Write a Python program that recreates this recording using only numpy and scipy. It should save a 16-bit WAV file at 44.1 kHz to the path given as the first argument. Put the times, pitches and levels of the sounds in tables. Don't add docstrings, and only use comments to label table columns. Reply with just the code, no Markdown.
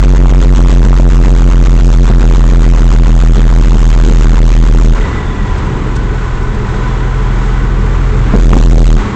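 import sys
import numpy as np
from scipy import signal
from scipy.fft import rfft, irfft, next_fast_len
from scipy.io import wavfile
from scipy.ndimage import uniform_filter1d, map_coordinates

SR = 44100
rng = np.random.default_rng(int(sys.argv[2]) if len(sys.argv) > 2 else 0)


def to_linear_factor(level_db):
    exponent = np.asarray(level_db, float) / 20
    return 10 ** exponent


def digitize_waveform(pressure):
    field = np.atleast_2d(pressure).T
    bounded = np.clip(field, -1, 1)
    quanta = np.round(bounded * 32767).astype(np.int16)
    wavfile.write(sys.argv[1], SR, quanta)


N = 403515

# (time [s], firing rate [1/s])
SPEED_ROWS = [
    (0, 45.38),
    (2.2, 42.73),
    (4.1, 40.8),
    (5.1, 40.53),
    (6.5, 41.42),
    (8.2, 42.67),
    (8.55, 41.83),
    (8.9, 40.95),
    (9.15, 39.89),
]
# (on [s], off [s], linger [s], boom [dB])
BRAKE_SPANS = [
    (-1, 4.92, .068, 0),
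    (8.328, 8.935, .04, 2.5),
]
# (lag [firings], push [dB], pipe ring [dB])
PULSE_RISES = [(.032, 9.2, .9), (.085, 3, -15.6), (-.048, 4.9, -6.7), (.023, 9, -.3), (.02, 8.2, -5.6),
               (-.026, 11.6, -4.4)]
# (lag [firings], push [dB], pipe ring [dB])
PULSE_FALLS = [(.061, 7.6, -6.4), (.01, 1.6, -14.4), (.02, 12.2, 5), (.029, 8.9, -8.7), (.023, 11.2, -3.5),
               (.02, 10.4, 1.4)]
# (frequency [Hz], density [dB/Hz])
BLOW_OFF_SPECTRUM = [(40, -36.5), (150, -2), (400, -9.5), (700, -29), (1100, -21), (1700, -37), (2700, -25),
                     (4000, -27), (4500, -31.5), (5800, -30.5), (6400, -26), (7500, -30), (10000, -16.5),
                     (20000, -120)]
# (time [s], firing tone [dB])
PULL_LEVELS = [
    (5.05, -30),
    (5.3, -23),
    (5.5, -17),
    (6.2, -14),
    (6.65, -19),
    (7.25, -10.5),
    (8.3, -8.5),
    (9.0, -20),
    (9.15, -26.5),
]
# (multiple of firing rate [-], level [dB])
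CRANK_ORDERS = [(3 / 6, -30.5), (7 / 6, -33.5), (8 / 6, -36.5), (19 / 6, -37), (21 / 6, -32),
                (9 / 6, -27.5), (11 / 6, -27.5), (12 / 6, -26.5), (14 / 6, -36.5), (15 / 6, -28.5),
                (28 / 6, -35)]
# (start [s], end [s], first pitch [Hz], last pitch [Hz], level [dB])
SHUDDER_GLIDES = [
    (5.1, 5.8, 32.6, 33.7, -18),
    (6.3, 6.9, 32, 21.5, -17),
]
# (frequency [Hz], density [dB/Hz])
RUMBLE_SPECTRUM = [(8, -42), (20, -3), (30, -1.5), (45, -13), (65, -7.5), (95, -7), (160, -7.5), (200, -9),
                   (260, -11), (430, -13), (620, -30), (900, -48.5), (2000, -120)]
# (frequency [Hz], density [dB/Hz])
CLATTER_SPECTRUM = [(290, -39), (500, -7), (680, -7), (970, -3), (1470, -5), (1650, -9.5), (1950, -9.5),
                    (2600, -16.5), (3600, -19.5), (4700, -26.5), (6000, -28), (7500, -25.5), (9000, -25),
                    (18700, -120)]
# (centre [Hz], width [Hz], lift over the noise [dB])
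PANEL_MODES = [(200, 30, 0), (373, 11, 4.5), (428, 15, 4), (485, 10, 4.5), (766, 30, 4), (1003, 120, 1.5),
               (1200, 52, 1.5), (1490, 27, -1), (1975, 44, 4), (3390, 56, 0.5), (6260, 250, 2),
               (670, 110, -2), (1207, 28, -7)]
# (start [s], end [s], first pitch [Hz], last pitch [Hz], level [dB])
WHINE_GLIDES = [(5.35, 6.1, 200, 200, -27), (6.45, 7.1, 200, 205, -28), (7.5, 9.3, 198, 202, -28),
                (8.5, 9.3, 205, 200, -20), (4.94, 5.4, 436, 422, -30), (6.35, 8.5, 431, 430, -33),
                (4.94, 8.2, 1000, 1008, -33), (7.6, 8.4, 1150, 1180, -37), (8.93, 9.4, 1130, 1030, -32),
                (5.9, 8.5, 1488, 1515, -37), (4.93, 5.3, 1988, 1960, -33), (5.2, 5.8, 1955, 1915, -41),
                (5.15, 5.7, 3424, 3395, -47), (6.7, 7.5, 3390, 3345, -50), (4.95, 5.45, 3720, 3610, -46)]
# (time [s], peak [dB], ring [Hz])
RATTLE_HITS = [(0.028, -10.5, 900), (0.08, -11, 887), (0.257, -3, 756), (0.525, -10.5, 956),
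               (0.66, -8, 1030), (0.929, -7, 1140), (0.996, -15, 766), (1.132, -16, 763),
               (1.203, -7.5, 1145), (1.612, -12, 1144), (1.682, -13.5, 1086), (1.75, -21, 1083),
               (1.888, -8.5, 990), (1.995, -14, 910), (2.169, -14.5, 870), (2.239, -11, 748),
               (2.309, -6.5, 1077), (2.44, -12, 1100), (2.522, -14.5, 1080), (2.617, -20, 850),
               (2.737, -13, 1070), (2.806, -15, 832), (2.864, -12, 793), (2.915, -14, 1135),
               (3.222, -14, 1490), (3.525, -9, 1010), (3.719, -9.5, 1100), (3.817, -7, 1057),
               (4.293, -17, 844), (4.403, -13.5, 1007)]
# (time [s], peak [dB], thud [Hz], t60 [s], trim knock [dB])
JOLT_HITS = [(.997, 2.5, 293, 0.06, -12), (8.336, 5.5, 214.4, 0.19, -7.5), (8.352, 3.5, 294, 0.11, -14.5),
             (8.43, -12, 253, .08, -22), (8.478, -6.5, 289, 0.11, -18), (8.5323, 6, 206.6, 0.16, 3),
             (8.545, -4.5, 258, 0.054, -14.5), (8.566, 4, 244, 0.076, -10.5), (8.602, 4, 200, 0.046, -15.5),
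             (8.65, -7.5, 258, 0.044, -20.5), (8.706, -0.5, 213, 0.18, -27.5), (8.765, 0.5, 201, 0.16, -30),
             (8.832, -1.5, 252, 0.089, -29)]
# (frequency [Hz], density [dB/Hz])
SMEAR_SPECTRUM = [(300, -48.5), (1500, -2), (3000, -5), (7000, -5.5), (8500, -8.5), (10000, -66.5),
                  (20000, -120)]


def seconds(count=N):
    return np.arange(count) / SR


def unit(x):
    return x / np.sqrt(np.mean(x ** 2) + 1e-20)


def curve(rows):
    s, value = np.transpose(rows)
    return np.interp(seconds(), s, value)


def wobble(rate_hz, count=N):
    knots = rng.standard_normal(int(count * rate_hz / SR) + 4)
    return map_coordinates(knots, [np.arange(count) * rate_hz / SR])


def filtered(x, response):
    m = next_fast_len(N + 8192)
    return irfft(rfft(x, m) * response(np.fft.rfftfreq(m, 1 / SR)), m)[:N]


def noise(spectrum, modes=()):
    hz, db = np.transpose(spectrum)

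    def response(f):
        bumps_db = sum(lift_db / (1 + (2 * (f - centre) / width) ** 2) for centre, width, lift_db in modes)
        return to_linear_factor(np.interp(np.log(f + 1), np.log(hz), db) + bumps_db)

    return unit(filtered(rng.standard_normal(N), response))


def glide(start_s, end_s, hz, last_hz):
    t = seconds(round((end_s - start_s) * SR))
    rise_s, fade_share = .06, .4
    size = np.clip(np.minimum(t / rise_s, (t[-1] - t) / (fade_share * t[-1])), 0, 1)
    turn = 2 * np.pi * np.cumsum(np.linspace(hz, last_hz, len(t))) / SR
    return round(start_s * SR), turn, size


def braking():
    bite_s, build_s, drop_s, stop_s = .035, .15, .045, .02
    bite, low = to_linear_factor(-5.5), to_linear_factor(-12.5)
    pressure = np.zeros(N)
    for on_s, off_s, linger_s, db in BRAKE_SPANS:
        hold_s = off_s - on_s - bite_s - build_s
        knots_s = np.cumsum([on_s, bite_s, build_s, hold_s, drop_s, linger_s, stop_s])
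        pressure += to_linear_factor(db) * np.interp(seconds(), knots_s, [0, bite, 1, 1, low, low, 0])
    return pressure


def cab(firings):
    rumble_db, clatter_db, braked_db, settle_s = -20.5, -25.6, 4, 1.1
    braked = np.clip(braking(), 0, 1)
    grid_db = np.interp(seconds(), [8.3, 8.6, 9.2], [0, 7, 0])
    rumble_db = rumble_db + braked_db * braked + grid_db
    clatter_db = clatter_db + braked_db * uniform_filter1d(braked, round(settle_s * SR))
    rumble = to_linear_factor(rumble_db + 1.2 * wobble(8.1)) * noise(RUMBLE_SPECTRUM, PANEL_MODES)
    pulse = unit(np.exp(0.063 * np.cos(2 * np.pi * (firings - 0.14))))
    pulse = pulse * to_linear_factor(0.64 * wobble(6.1) + 0.3 * wobble(90))
    return rumble + to_linear_factor(clatter_db) * unit(pulse * noise(CLATTER_SPECTRUM, PANEL_MODES))


def whines():
    out = np.zeros(N + SR)
    for start_s, end_s, hz, last_hz, db in WHINE_GLIDES:
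        at, turn, size = glide(start_s, end_s, hz, last_hz)
        flutter_hz = 16 + hz / 50
        in_phase = (.6 + wobble(flutter_hz, len(turn))) * np.cos(turn)
        quadrature = wobble(flutter_hz, len(turn)) * np.sin(turn)
        out[at:at + len(turn)] += to_linear_factor(db) * size * (in_phase + quadrature)
    return out[:N]


def rattles():
    out, t = np.zeros(N + SR), seconds(SR // 20)
    envelope = to_linear_factor(-60 * t / .014) * (1 - np.exp(-t / .0006))
    for s, db, hz in RATTLE_HITS:
        at = round(s * SR)
        out[at:at + len(t)] += to_linear_factor(db + 4.5) * np.sin(2 * np.pi * hz * t) * envelope
    return out[:N]


def jolts():
    out, t = np.zeros(N + SR), seconds(SR // 4)
    knock = np.sin(2 * np.pi * 1050 * t) + .6 * np.sin(2 * np.pi * 690 * t)
    knock = knock * to_linear_factor(-60 * t / 0.024) * (1 - np.exp(-t / 0.0011))
    for s, db, hz, t60_s, knock_db in JOLT_HITS:
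        at = round(s * SR)
        thud = np.sin(2 * np.pi * hz * t) * to_linear_factor(-60 * t / t60_s)
        out[at:at + len(t)] += to_linear_factor(db) * (thud + to_linear_factor(knock_db) * knock)
    return out[:N]


def shudders():
    out = np.zeros(N + SR)
    for *slide, db in SHUDDER_GLIDES:
        at, turn, size = glide(*slide)
        out[at:at + len(turn)] += to_linear_factor(db + 1.2 * wobble(6, len(turn))) * size * np.cos(turn)
    return out[:N]


def pulling(firings, faster_hz):
    tone_db = curve(PULL_LEVELS)
    third_db = -19 + 3 * faster_hz
    turn = 2 * np.pi * firings
    hunt_db = .45 * np.clip(-10 - tone_db, 0, 6)
    tones = to_linear_factor(tone_db + hunt_db * wobble(6)) * np.cos(turn + .12 * hunt_db * wobble(5))
    tones = tones + to_linear_factor(third_db + 0.41 * wobble(28)) * np.cos(3 * turn + 1.3)
    for order, db in CRANK_ORDERS:
        tones = tones + to_linear_factor(db + 3.8 * wobble(4.5)) * np.cos(order * turn + 2 * np.pi * rng.random())
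    fuel_cut = np.clip(4 * braking(), 0, 1)
    coasting = np.interp(seconds(), [9.0, 9.03], [1, .8])
    return np.sqrt(2) * ((1 - fuel_cut) * coasting * tones + shudders())


def brake(firings, faster_hz):
    beat = firings - .2
    swing = [2 * (beat + .25) % 12]
    pairs = np.stack([PULSE_RISES, PULSE_FALLS], axis=2)
    lag, push_db, ring_db = (map_coordinates(pairs[:, k].ravel(), swing, order=1, mode="grid-wrap")
                             for k in range(3))
    t = seconds()
    sag_hz = 2.4
    sag = sag_hz * sum((t - off_s) * (t > off_s) * (t < off_s + .2) for _, off_s, *_ in BRAKE_SPANS)
    turn = 2 * np.pi * (beat - lag - sag - 0.0039 * wobble(30))
    uneven = 0.98 + 0.09 * faster_hz
    boom = to_linear_factor(10 + uneven * (push_db - 10) + 0.62 * wobble(25)) * np.cos(turn)
    ring = to_linear_factor(ring_db + 1.5 * wobble(25)) * np.cos(3 * turn - .7)
    blow = to_linear_factor(-18 + 1.3 * wobble(14)) * noise(BLOW_OFF_SPECTRUM)
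    return braking() * (to_linear_factor(.7 * faster_hz) * (boom + ring) + blow)


def scene():
    rate_hz = curve(SPEED_ROWS)
    firings = -.27 + np.cumsum(rate_hz) / SR
    faster_hz = rate_hz - 42
    background = cab(firings) + whines() + rattles() + jolts()
    engine = pulling(firings, faster_hz) + brake(firings, faster_hz)
    return (background + engine)[None]


def roll_off(x):
    return signal.sosfilt(signal.butter(12, 16500, fs=SR, output="sos"), x)


def record(dry):
    full_scale, overshoot_limit = .705, .708
    clipped = np.clip(dry[0], -full_scale, full_scale)
    dull = filtered(clipped, lambda hz: (1 + (hz / 8000) ** 26) ** -1.5)
    smeared = dull + to_linear_factor(-53 + 6.5 * wobble(60)) * noise(SMEAR_SPECTRUM)
    mix = np.clip(smeared, -overshoot_limit, overshoot_limit)[None]
    return roll_off(mix)


dry = scene()
out = record(dry)
digitize_waveform(out)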